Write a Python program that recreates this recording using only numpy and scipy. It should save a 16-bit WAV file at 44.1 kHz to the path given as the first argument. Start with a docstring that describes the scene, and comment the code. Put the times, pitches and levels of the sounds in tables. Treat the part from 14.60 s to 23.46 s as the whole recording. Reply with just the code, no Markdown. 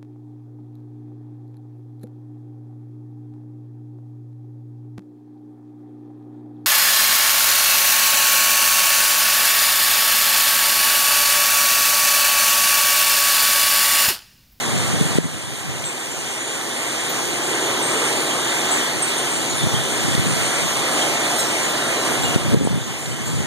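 """Garden downpour from under a patio roof

Rain hisses on the lawn, patters in the shrubs and roars in the trees; a few fat drips plink nearby.
Gusts howl in the branches, stir small metal chimes and buffet a camera's two microphone ports.
The hardest wind thumps duck its gain control, and the rain creeps back over seconds."""
import sys
import numpy as np
from scipy import signal
from scipy.fft import rfft, irfft, next_fast_len
from scipy.io import wavfile
from scipy.ndimage import uniform_filter1d, map_coordinates

SR = 44100
rng = np.random.default_rng(int(sys.argv[2]) if len(sys.argv) > 2 else 0)


def digitize_waveform(pressure):
    """Quantize a signal to 16-bit integers and store it at the path in sys.argv[1].

    Rows of a 2-D input are taken as channels; values are limited to [-1, 1].
    """
    field = np.atleast_2d(pressure).T
    bounded = np.clip(field, -1, 1)
    quanta = np.round(bounded * 32767).astype(np.int16)
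    wavfile.write(sys.argv[1], SR, quanta)


N = 390726

# splash spectrum of lawn and paving: f/Hz, density/dB
SPLASH_SPECTRUM = [(1800, -4.5), (3300, -0.5), (4300, -3.5), (5300, -5), (6500, -0.5), (7700, 2),
                   (9000, -1), (10500, -9.5), (12300, -14), (15500, -21)]


def amp(db):
    """Decibels to gain."""
    return 10 ** (np.asarray(db) / 20)


def unit(x):
    """Scale to rms 1."""
    return x / np.sqrt(np.mean(x ** 2) + 1e-20)


def log_interp(points, hz):
    """Interpolate (f/Hz, value) points over log frequency."""
    f, values = np.transpose(points)
    return np.interp(np.log(hz + 1), np.log(f + 1), values)


def colour(spectrum, hz):
    """Gain of a spectrum, falling 18 dB/octave beyond its ends."""
    skirts = np.minimum(hz / spectrum[0][0], 1) ** 3 * np.minimum(spectrum[-1][0] / (hz + 1), 1) ** 3
    return amp(log_interp(spectrum, hz)) * skirts


def wobble(rate_hz):
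    """Smooth random curve through Gaussian knots."""
    knots = rng.standard_normal(1024)
    return map_coordinates(knots, [np.arange(N) * rate_hz / SR], mode="mirror")


def filtered(x, response):
    """Apply the frequency response response(hz)."""
    size = next_fast_len(N + 8192)
    return irfft(rfft(x, size) * response(np.fft.rfftfreq(size, 1 / SR)), size)[..., :N]


def add(track, start_s, sound):
    """Mix a sound into a track in place."""
    part = track[max(round(start_s * SR), 0):][:len(sound)]
    part += sound[:len(part)]


def swells(gusts, rise_db_per_s, fall_db_per_s):
    """Gain of gusts (t/s, hold/s, level/dB): each builds, holds and dies; powers add."""
    t = np.arange(N) / SR
    power = np.zeros(N)
    for start_s, hold_s, db in gusts:
        before_s, after_s = np.maximum(start_s - t, 0), np.maximum(t - start_s - hold_s, 0)
        power += amp(db - rise_db_per_s * before_s - fall_db_per_s * after_s) ** 2
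    return np.sqrt(power)


def far_drops(spectrum, patchy_db, port_gap_m=0.13):
    """Countless drops from all round merge into patchy noise at both ports (rms 1)."""
    def coherence_gains(hz):
        alike = np.sinc(2 * hz * port_gap_m / 343)  # long waves reach both ports alike
        return np.sqrt([1 + alike, 1 - alike])
    bins = signal.stft(rng.standard_normal((2, N)), nperseg=512)[2]
    patches = uniform_filter1d(rng.standard_normal(bins.shape[1:]), size=7, axis=0)
    patches = uniform_filter1d(patches, size=14, axis=1)
    noise = signal.istft(bins * amp(patchy_db * unit(patches)), nperseg=512)[1][:, :N]
    mid, side = filtered(noise, lambda hz: colour(spectrum, hz) * coherence_gains(hz))
    return unit(np.array([mid + side, mid - side]))


def howl(gust, peak_hz, half_width_hz=59, sag=0.2, wander=0.025):
    """Branches shed eddies in a narrow band whose pitch rises with the gust (0-1)."""
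    hz = peak_hz * (1 - sag * (1 - gust)) * (1 + wander * wobble(4))
    phase = 2 * np.pi * np.cumsum(hz) / SR
    i, q = filtered(rng.standard_normal((2, N)), lambda f: 1 / (1 + (f / half_width_hz) ** 2))
    return gust * unit(i * np.cos(phase) + q * np.sin(phase))


def trees(strength_db):
    """Trees roar with the rain; passing gusts add to the roar and howl."""
    # roar of trees and roofs: f/Hz, density/dB
    roar_spectrum = [(45, -12), (85, -15), (125, 3), (160, 0.5), (205, -7.5), (245, 3.5), (275, -2),
                     (305, 3), (350, 0.5), (450, -2.5), (700, -6), (1200, -12.5), (2400, -26)]
    # gusts in the trees: t/s, hold/s, roar/dB, howl/dB, howl f/Hz
    tree_gusts = [(2.871, 0.2, -34, -33.5, 384.7), (3.301, 0.2, -33, -33, 420.6),
                  (4.501, 0.12, -39, -41, 344.3), (5.251, 0.19, -34, -38, 332.4),
                  (6.422, 0.3, -31, -39.5, 677.4), (7.1, 0.72, -29.5, -42, 644.3)]
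    power = amp(-29.5 + 0.71 * strength_db) ** 2
    howls = np.zeros(N)
    for start_s, hold_s, roar_db, howl_db, howl_hz in tree_gusts:
        gust = swells([(start_s, hold_s, 0)], rise_db_per_s=19, fall_db_per_s=17)
        power += (amp(roar_db) * gust) ** 2
        howls += amp(howl_db) * howl(gust, howl_hz)
    roar_gain = np.sqrt(power) * amp(0.57 * wobble(12))
    return roar_gain * far_drops(roar_spectrum, patchy_db=-0.03) + howls


def ring(hz, t60_s):
    """Struck mode: a contact tick, then a tone beating with a close partner."""
    t = np.arange(SR) / SR
    beat_hz = rng.uniform(2, 12)
    tone = 0.8 * np.sin(2 * np.pi * hz * t) + 0.3 * np.sin(2 * np.pi * (hz + beat_hz) * t)
    tick = 0.035 * rng.standard_normal(SR) * np.exp(-t / 0.001)
    attack = 1 - np.exp(-t / 0.0035)
    return tick + tone * attack * amp(-60 * t / t60_s)


def drips(left_db=-13):
    """Fat drips ring short modes of something hard on the right."""
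    # impacts: t/s, level/dB
    impacts = [(3.707, -22), (5.146, -17.5), (6.412, -18.5)]
    # modes of the struck object: f/Hz, level/dB, t60/s
    modes = [(2985, -7, .08), (3205, 0, .14), (3300, -5, .07), (3530, -9, .07)]
    plinks = np.zeros(N)
    for start_s, db in impacts:
        for hz, mode_db, t60_s in modes:
            add(plinks, start_s, amp(db + mode_db) * ring(hz, t60_s))
    return plinks * amp([[left_db], [0]])


def chimes(tinkle_db=1.8, stray_db=-31, stray_count=70, left_db=-13):
    """Metal wind chimes on the right touch singly or clash in a bunch."""
    # clear single strikes: t/s, f/Hz, level/dB, t60/s
    tinkles = [(1.09, 7690, -31, .3), (1.09, 13243, -44, .3), (1.245, 7598, -18, .7), (1.25, 3596, -33, .4),
               (1.48, 10121, -38, .3), (1.51, 7185, -29.5, .4), (1.8, 6976, -29, .8),
               (2.49, 14233, -33, .25), (2.49, 10780, -39, .2), (2.49, 11262, -40, .2),
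               (2.83, 8022, -25.5, .6), (2.92, 10659, -39, .25), (3.22, 8462, -23.5, .6),
               (3.25, 8690, -28.5, 1.1), (3.46, 9225, -30, .3), (3.6, 9225, -31, .3),
               (3.69, 6460, -29.5, .25), (4.11, 8018, -14.5, .45), (4.2, 3050, -30, .6),
               (4.42, 8455, -16, .2), (4.42, 8690, -23, .2), (4.47, 7967, -22, .3), (4.575, 8690, -24, .2),
               (4.895, 6808, -24, .3), (4.97, 9225, -29, .3), (4.99, 3535, -28.5, 1.1),
               (5.41, 12274, -43, .4), (5.85, 7598, -29.5, .4), (6.39, 7598, -26, .3), (6.63, 3515, -31, 1),
               (6.66, 13157, -45, .3), (6.755, 9225, -26.5, .15), (7.03, 6848, -27, .3),
               (7.05, 4048, -34, .7), (7.09, 3605, -32, .3), (7.09, 14449, -41, .3), (7.21, 3768, -32, .5),
               (7.36, 4005, -32, .7), (7.52, 11520, -39, .2), (7.62, 13674, -41, .2),
               (7.63, 7395, -23, .25), (7.645, 2882, -23, .55), (7.75, 7967, -26, .2),
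               (8.04, 7967, -18.5, .3), (8.04, 9225, -29.5, .3), (8.07, 3079, -28, .3),
               (8.08, 3520, -29.5, .9), (8.38, 9755, -35, .3), (8.44, 6808, -31, .3),
               (8.47, 12963, -42, .4), (8.49, 8018, -24, .5), (8.51, 3036, -27.5, .6),
               (8.66, 7493, -23, .35), (8.66, 7395, -27, .3), (8.66, 11133, -39, .3)]
    # clashes of the bunch: t/s, level/dB
    clashes = [(.96, -36), (6.78, -25), (7.04, -38), (7.63, -39), (8.38, -38), (8.66, -33)]
    # modes of the bunch: f/Hz, level/dB, t60/s
    modes = [(3950, -6, 1), (5370, -2, .7), (6615, -2, .35), (7178, -4.5, .4), (7690, 8, .5),
             (8467, 3.5, .75), (9670, -8, .3), (10780, -2, .3), (12058, -8, .35), (13243, -16, .25),
             (14380, -12.5, .25)]
    metal = np.zeros(N)
    for start_s, hz, db, t60_s in tinkles:
        add(metal, start_s, amp(db + tinkle_db) * ring(hz, t60_s))
    for start_s, db in clashes:
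        for hz, mode_db, t60_s in modes:
            strike_s = start_s + rng.uniform(-.01, .01)
            add(metal, strike_s, amp(db + mode_db + rng.normal(0, 2)) * ring(hz, t60_s))
    # stray light touches of the same chimes
    notes = [(hz, t60_s) for _, hz, _, t60_s in tinkles] + [(hz, t60_s) for hz, _, t60_s in modes]
    for when, which, softness in rng.random((stray_count, 3)):
        hz, t60_s = notes[int(which * len(notes))]
        gain = amp(stray_db - 3.5 * softness) * colour(SPLASH_SPECTRUM, hz)
        add(metal, when * N / SR, gain * ring(hz, t60_s))
    return metal * amp([[left_db], [0]])


def thumps(wake_db=-18, wake_s=.025, lead_s=.004):
    """Single eddies slam into a port; returns their pulses and the envelope of their wakes."""
    # eddy impacts: t/s, peak/dB, width/s
    impacts = [(.339, -11, .0011), (.412, -2.5, .0009), (.554, -8, .0013), (.586, 3.4, .00055),
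               (.644, -8, .0008), (.656, -4.5, .0011), (5.04, -13, .0009), (5.069, -11.5, .0014),
               (5.14, -11.5, .0018), (5.483, -10.5, .0007), (5.551, -9.5, .0009), (5.58, -11.5, .0007),
               (5.595, -10, .0014), (5.667, -12, .0009), (7.761, -2.5, .0008), (7.937, -3.5, .0005),
               (7.946, 6.3, .0006), (7.972, -8, .0013), (8.011, 2.5, .0006), (8.051, -2, .0005),
               (8.06, -3.5, .0013), (8.073, 0, .0003), (8.13, -5, .0008), (8.144, -3.5, .0016),
               (8.158, -3, .0008), (8.175, -3, .0009)]
    t = np.arange(SR // 8) / SR
    bass_cut = signal.butter(3, 125, "high", fs=SR, output="sos")
    slams, wakes = np.zeros((2, N))
    for at_s, db, width_s in impacts:
        pulse = signal.sosfilt(bass_cut, np.exp(-.5 * ((t - lead_s) / width_s) ** 2))
        add(slams, at_s - lead_s, -amp(db) * pulse / np.abs(pulse).max())
        add(wakes, at_s, amp(db + wake_db) * np.exp(-t / wake_s))
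    return slams, wakes


def buffeting(breeze_db=-43.5, flutter_db=3.5, lumpy_db=3.5, ceiling_db=6):
    """Turbulence beats on the windward left port and barely reaches the right."""
    # eddy spectrum at a port: f/Hz, density/dB
    eddy_spectrum = [(25, -37), (50, -18), (80, -7), (120, 0), (180, -4), (300, -13), (550, -24),
                     (1100, -42), (3000, -75)]
    # gusts at the ports: t/s, hold/s, level/dB
    port_gusts = [(0.137, 0.33, -22.5), (0.557, 0.14, -23.5), (.89, .02, -27), (1.1, 0.067, -24),
                  (1.57, .03, -37), (4.92, .02, -31), (5.037, 0.11, -24), (5.46, 0.32, -24),
                  (6.027, 0.026, -30), (7.64, 0.13, -27.5), (7.927, 0.17, -11.5), (8.284, 0.023, -24),
                  (8.464, 0.091, -21.5), (8.707, 0.093, -15.5)]
    gusts = swells(port_gusts, rise_db_per_s=115, fall_db_per_s=97)
    eddies = unit(filtered(rng.standard_normal(N), lambda hz: colour(eddy_spectrum, hz)))
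    lumps = unit(eddies * amp(lumpy_db * wobble(45)))
    bounded = unit(np.tanh(lumps / amp(ceiling_db)))  # gust speed bounds eddy pressure
    breeze = amp(breeze_db + flutter_db * wobble(14))
    slams, wakes = thumps()
    rumble = np.sqrt(gusts ** 2 + wakes ** 2 + breeze ** 2) * bounded
    return (rumble + slams) * np.array([[1.1], [.1]])


def near_drops(spectrum, count, spread_db, centre_hz, decay_cycles):
    """Single drops click for a few cycles, most faint and a few loud (rms 1)."""
    when, rank, pan, pitch = rng.random((count, 4)).T[:, :, None]
    hz = centre_hz * 2 ** (2 * pitch - 1)
    t = np.arange(160) / SR
    gain = amp(-spread_db * np.log(rank + 0.0026))
    clicks = gain * np.sin(2 * np.pi * hz * t) * np.exp(-hz * t / decay_cycles)
    index = (when * N).astype(int) + np.arange(len(t))
    ports = [np.bincount(index.ravel(), (clicks * g).ravel(), N)[:N] for g in np.sqrt([pan, 1 - pan])]
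    return unit(filtered(np.array(ports), lambda f: colour(spectrum, f)))


def shrubs():
    """Rain patters on foliage; fat drops tap the near leaves."""
    # spectrum of struck leaves: f/Hz, density/dB
    leaf_spectrum = [(300, -20), (700, -4.5), (1000, -5), (1400, -3.5), (2000, -1), (2600, -4), (3400, -5),
                     (4500, -12), (8000, -13.5)]
    patter = far_drops(leaf_spectrum, patchy_db=1.5)
    taps = near_drops(leaf_spectrum, count=1500, spread_db=3, centre_hz=2120, decay_cycles=2.7)
    return amp(-0.77) * patter + amp(-18) * taps


def lawn():
    """Far splashes on lawn and paving hiss; near ones prickle."""
    hiss = far_drops(SPLASH_SPECTRUM, patchy_db=1.76)
    prickle = near_drops(SPLASH_SPECTRUM, count=9000, spread_db=6.5, centre_hz=6300, decay_cycles=2.3)
    return amp(-1) * hiss + amp(-15.5) * prickle


def rain():
    """The downpour swells and eases in sheets over trees, shrubs and lawn."""
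    # rain strength: t/s, level/dB
    shower = [(0, 0.8), (.85, -2.6), (1.28, -1.5), (1.6, -2.1), (2.35, 0), (2.7, -1.1), (3.35, 2.5),
              (3.8, 1), (4.1, 3), (4.35, -0.8), (4.6, 1), (4.9, -0.5), (5.65, 0.5), (5.85, 1.5), (6.45, 4),
              (6.9, 1), (7.7, 1.4), (8.86, 0.5)]
    strength_db = np.interp(np.arange(N) / SR, *np.transpose(shower))
    sheets = wobble(8.3)
    shrubs_db = -28 + strength_db + 0.28 * sheets
    lawn_db = -28.5 + 0.37 * strength_db + 0.5 * sheets
    return trees(strength_db) + amp(shrubs_db) * shrubs() + amp(lawn_db) * lawn()


def body_shade(pair, left_lag_s=0.00004):
    """The camera body shades the left port; the garden lies a little to the right."""
    # left port relative to right: f/Hz, level/dB
    shade = [(500, -0.8), (1000, -0.5), (2000, -6), (3200, -7.5), (4500, -7), (5800, 9.5), (7500, -21),
             (9700, -3), (11500, 6)]
    def gains(hz):
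        left = amp(log_interp(shade, hz))
        delay = np.exp(-2j * np.pi * hz * left_lag_s)
        equal_power = np.sqrt(2 / (1 + left ** 2))
        return np.array([left * delay, np.ones_like(left)]) * equal_power
    return filtered(pair, gains)


def scene():
    """Pressure at the left and right ports."""
    wind = buffeting()
    tinkling = chimes()
    return body_shade(rain()) + tinkling + drips() + wind


def gain_control(x, limit_db=-7.5, release_db_per_s=3.4, attack_s=.001):
    """Gain ducks above the limit, just late enough to pass a thump's front, then creeps back."""
    power = np.abs(uniform_filter1d(np.mean(x ** 2, axis=0), size=128))
    excess_db = np.maximum(10 * np.log10(power + 1e-12) - limit_db, 0)
    creep_db = release_db_per_s * np.arange(N) / SR
    duck_db = np.maximum.accumulate(excess_db + creep_db) - creep_db
    pole = np.exp(-1 / (attack_s * SR))
    return x * amp(-signal.lfilter([1 - pole], [1, -pole], duck_db))


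def record(dry):
    """The camera widens by subtracting the delayed opposite port, then ducks, clips and low-passes."""
    crossfeed_s, top_hz = 17 / SR, 15700
    wide = dry - filtered(dry[::-1], lambda hz: np.exp(-2j * np.pi * hz * crossfeed_s))
    limited = np.clip(gain_control(wide), -1, 1)
    return filtered(limited, lambda hz: hz < top_hz)


dry = scene()
out = record(dry)
digitize_waveform(out)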